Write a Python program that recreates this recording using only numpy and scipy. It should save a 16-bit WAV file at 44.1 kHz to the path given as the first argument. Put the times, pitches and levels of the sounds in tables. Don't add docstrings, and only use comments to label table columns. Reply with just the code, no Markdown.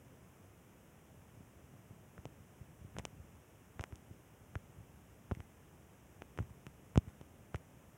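import sys
import numpy as np
from scipy import signal
from scipy.fft import rfft, irfft, next_fast_len
from scipy.io import wavfile

SR = 44100
rng = np.random.default_rng(int(sys.argv[2]) if len(sys.argv) > 2 else 0)


def store_pcm(level_fs):
    pcm = np.round(np.clip(level_fs, -1, 1) * 32767).astype(np.int16)
    wavfile.write(sys.argv[1], SR, np.atleast_2d(pcm).T)


N = 351477
PULSE_SAMPLES = 2048

# (frequency [Hz], level [dB])
WIND_SPECTRUM = [(25, -44.5), (64, -40.5), (130, -41), (200, -44.5), (300, -48), (500, -51.5),
                 (1000, -57.5), (2000, -63.5), (3000, -66.5), (6000, -87), (16000, -81)]
# (frequency [Hz], level [dB])
HISS_SPECTRUM = [(1000, -71.5), (6500, -70.5), (9000, -72.5), (16000, -75.5)]
# (time [s], level [dB])
HAND_UNREST = [(0.0, 0), (0.2, -12), (0.9, -14), (1.25, -4.5), (1.8, -1), (2.5, -5.5), (3.1, 4.5),
               (3.5, -10), (4.3, -6.5), (4.8, 2), (5.2, -6), (6.0, -12), (7.05, -5.5), (7.97, -4)]
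# (time [s], level [dB], hardness as corner frequency [Hz])
BODY_BUMPS = [(1.374, -50, 175), (1.4064, -48.5, 252), (1.738, -48, 275), (1.9083, -46, 240),
              (2.1863, -46.5, 88), (2.26, -47, 121), (2.612, -46.5, 112), (2.813, -50.5, 90),
              (2.8484, -45.5, 154), (2.9538, -44.5, 118), (2.9788, -41, 130), (2.9946, -39, 190),
              (3.13, -48.5, 126), (3.1991, -47.5, 133), (3.7981, -36.5, 88), (3.9276, -42, 90.5),
              (4.1106, -45, 186), (4.558, -34.5, 94), (5.3187, -31, 149), (5.371, -43.5, 185),
              (5.3962, -43.5, 90), (6.3914, -37.5, 113), (6.4024, -32, 136), (6.419, -40, 108),
              (6.5073, -47, 98), (6.6676, -42.5, 276), (6.9595, -31, 95), (6.976, -14.5, 240),
              (7.075, -42, 117), (7.2128, -46, 244), (7.548, -35, 109)]
# (centre time [s], half duration [s], level [dB])
GRIT_SCUFFS = [(2.997, 0.01, -57), (3.825, 0.02, -60.5), (6.401, 0.0091, -61), (6.423, 0.0063, -63),
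               (6.503, 0.012, -66.5), (6.974, 0.019, -56), (7.088, 0.019, -60), (7.551, 0.012, -55)]
# (time [s], level [dB])
COVER_TAPS = [(2.994, -15), (5.3501, -20), (7.5589, -14)]
# (frequency [Hz], gain [dB], time to decay by 60 dB [s])
PLASTIC_MODES = [(404, -15, 0.014), (1410, -12, 0.026), (2980, -14, 0.0094), (5270, -13, 0.0022),
                 (6400, -7, 0.0042), (8900, -3, 0.0032)]
# (frequency [Hz], level [dB])
SNAP_SPECTRUM = [(200, 5), (600, 4), (1050, -1), (1600, -15.5), (2600, -6), (3700, -6), (5200, -12),
                 (7000, -15.5), (9500, -25), (12000, -38.5)]
# (time [s], level [dB], tilt [dB/octave])
JOINT_SNAPS = [(2.2547, -13, -2), (2.9858, -8, 0.5), (3.0526, -6.5, 1.5), (3.8103, -15.5, 0.5),
               (3.957, -31.5, 5), (5.319, -14, -5), (6.9762, -3.5, 0), (7.2131, -22, -2)]
# (frequency [Hz], level [dB])
CLACK_SPECTRUM = [(200, 3), (550, 1), (1000, -1.5), (1550, -1.5), (2600, -12.5), (3700, -16), (5200, -24),
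                  (7000, -26.5), (9500, -34), (12000, -43)]
# (time [s], level [dB], tilt [dB/octave], shift [octaves], shell ring [dB])
WALL_CLACKS = [(2.1798, -20, -2.5, -0.05, 0), (2.9666, -13.5, -2, 0.1, -4), (3.795, -11, -0.5, 0.15, -3),
               (3.8393, -9.5, 1, 0.46, -24), (3.9245, -21.5, -2, 0.4, -10), (4.555, -10, 0, 0.04, 1.5),
               (5.3129, -7, -3, -0.13, -7), (5.4042, -20.5, -1, 0.66, -13),
               (6.2208, -14.5, -2.5, 0.73, -20), (6.3762, -18, 0, 0.5, -12), (6.3886, -4, -2, -0.15, -17),
               (6.6669, -20.5, 1, 0.76, -11), (6.9579, -3, -1.5, -0.06, -16), (7.5454, -4, -1, -0.24, -20)]
# (frequency [Hz], gain [dB])
MIC_RESPONSE = [(2900, 0), (3500, -3), (3950, -9), (4300, -12), (4650, -10.5), (5200, -2), (6000, 1)]


def from_db(db):
    return 10 ** (np.asarray(db) / 20)


def unit_rms(x):
    return x / np.sqrt(np.mean(x ** 2) + 1e-20)


def gain_at(spectrum, size):
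    hz, db = np.transpose(spectrum)
    grid_hz = np.maximum(np.fft.rfftfreq(size, 1 / SR), 1)
    return from_db(np.interp(np.log(grid_hz), np.log(hz), db))


def causal_pulse(spectrum):
    cepstrum = irfft(np.log(gain_at(spectrum, PULSE_SAMPLES)))
    cepstrum[1:PULSE_SAMPLES // 2] *= 2
    cepstrum[PULSE_SAMPLES // 2 + 1:] = 0
    return irfft(np.exp(rfft(cepstrum)))


def noise(spectrum):
    size = next_fast_len(N, real=True)
    return irfft(rfft(rng.standard_normal(size)) * gain_at(spectrum, size), size)[:N]


def drift(rate_hz):
    knots = rng.standard_normal(N)[:int(N / SR * rate_hz) + 2]
    return unit_rms(np.interp(np.arange(N) / SR * rate_hz, np.arange(len(knots)), knots))


def resonate(x, hz, width_hz):
    radius = np.exp(-np.pi * width_hz / SR)
    feedback = [1, -2 * radius * np.cos(2 * np.pi * hz / SR), radius ** 2]
    return signal.lfilter(np.array([1, 0, -1]) * (1 - radius ** 2) / 2, feedback, x)


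def cut(x, hz, kind, order):
    return signal.sosfilt(signal.butter(order, hz, kind, fs=SR, output="sos"), x)


def add(out, time_s, sound):
    start = int(round(time_s * SR))
    out[start:start + len(sound)] += sound[:N - start]


def wind_and_hiss(wind_db=-0.5):
    return noise(WIND_SPECTRUM) * from_db(wind_db) + noise(HISS_SPECTRUM)


def unrest_db(time_s):
    return np.interp(time_s, *np.transpose(HAND_UNREST))


def grip_rumble(creep_db=-65, rub_db=-60.5, attack_s=0.028, release_s=0.06, lumpy_db=1.0):
    t = np.arange(N) / SR
    power = from_db(creep_db + unrest_db(t)) ** 2
    for time_s, bump_db, _ in BODY_BUMPS:
        swell = np.exp(-np.maximum((time_s - t) / attack_s, (t - time_s) / release_s).clip(max=20))
        extra_db = 0.14 * (bump_db + 46)
        power += (swell * from_db(rub_db + extra_db)) ** 2
    rumble = unit_rms(noise([(30, 0), (80, 6.0), (150, 1), (300, -13), (700, -36), (3000, -85)]))
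    return rumble * np.sqrt(power) * from_db(lumpy_db * drift(20))


def finger_nudges(per_s=10, level_db=-54.5, spread_db=2, corner_hz=130):
    slots = np.arange(int(N / SR * per_s))
    jitters, strengths = rng.random((len(slots), 2)).T
    times = (slots + jitters) / per_s
    levels_db = level_db + unrest_db(times) + spread_db * (2 * strengths - 1)
    return [(time_s, db, corner_hz) for time_s, db in zip(times, levels_db)]


def bumps(pushes, body_hz=90, body_width_hz=75, body_db=1.0, flesh_hz=900, gain_db=2.0):
    out = np.zeros(N)
    for time_s, db, corner_hz in pushes:
        push = cut(signal.unit_impulse(2 * PULSE_SAMPLES), corner_hz, "low", order=2)
        push = cut(push, flesh_hz, "low", order=1)
        rock = push + from_db(body_db) * resonate(push, body_hz, body_width_hz)
        audible_peak = np.abs(cut(rock, 55, "high", order=2)).max()
        add(out, time_s, rock * from_db(db + gain_db) / audible_peak)
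    return out


def scuffs(grain_spread_db=8):
    t = np.arange(N) / SR
    swell = sum(from_db(db) * np.exp(-((t - centre_s) / half_s) ** 2)
                for centre_s, half_s, db in GRIT_SCUFFS)
    grit = noise([(200, -28), (700, 11), (1500, -3), (2800, -4), (5000, -14), (8000, -13), (12000, -26)])
    return swell * unit_rms(grit * from_db(grain_spread_db * drift(900)))


def cover_pings(cover_hz=2050, cover_width_hz=380, tick_db=-19, tick_hz=6000):
    taps = np.zeros(N)
    for time_s, db in COVER_TAPS:
        add(taps, time_s, from_db([db]))
    taps += 1e-18
    ticks = from_db(tick_db) * cut(taps, tick_hz, "low", order=2)
    return ticks + resonate(taps, cover_hz, cover_width_hz)


def case_ring(pulse, spread_db=2):
    strengths_db = spread_db * rng.standard_normal(len(PLASTIC_MODES))
    return sum(from_db(db + extra_db) * resonate(pulse, hz, np.log(1000) / (np.pi * t60))
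               for (hz, db, t60), extra_db in zip(PLASTIC_MODES, strengths_db))


def case_slip(spectrum, db, tilt, octaves=0, chatter_db=-11.5, chatter_s=0.0019, chatter_hz=900):
    hz, spectrum_db = np.transpose(spectrum)
    hz = hz * 2 ** octaves
    tilt_db = tilt * np.log2(hz / 1000)
    pulse = causal_pulse(np.c_[hz, db + spectrum_db + tilt_db])
    age = np.arange(PULSE_SAMPLES) / SR
    tiny_slips = rng.laplace(size=PULSE_SAMPLES) * np.exp(-age / chatter_s)
    tiny_slips = cut(tiny_slips, chatter_hz, "high", order=1)
    tiny_slips *= from_db(chatter_db) / np.linalg.norm(tiny_slips)
    chatter = signal.fftconvolve(pulse, tiny_slips)[:PULSE_SAMPLES]
    return pulse + chatter + case_ring(pulse)


def snaps():
    out = np.zeros(N)
    for time_s, db, tilt in JOINT_SNAPS:
        add(out, time_s, case_slip(SNAP_SPECTRUM, db, tilt))
    return out


def clacks(shell_hz=1700, shell_width_hz=900):
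    out = np.zeros(N)
    for time_s, db, tilt, octaves, shell_db in WALL_CLACKS:
        pulse = case_slip(CLACK_SPECTRUM, db, tilt, octaves)
        shell = from_db(shell_db) * resonate(pulse, shell_hz, shell_width_hz)
        add(out, time_s, -(pulse + shell))
    return out


def scene():
    case = clacks() + snaps() + cover_pings()
    return (case + scuffs() + grip_rumble() + wind_and_hiss() + bumps(BODY_BUMPS + finger_nudges()))[None]


def record(dry, bass_cut_hz=60, top_cut_hz=15850):
    x = cut(dry, bass_cut_hz, "high", order=3)
    x = signal.fftconvolve(x, causal_pulse(MIC_RESPONSE)[None], axes=1)[:, :N]
    return signal.sosfilt(signal.ellip(12, .1, 70, top_cut_hz, fs=SR, output="sos"), x)


dry = scene()
out = record(dry)
store_pcm(out)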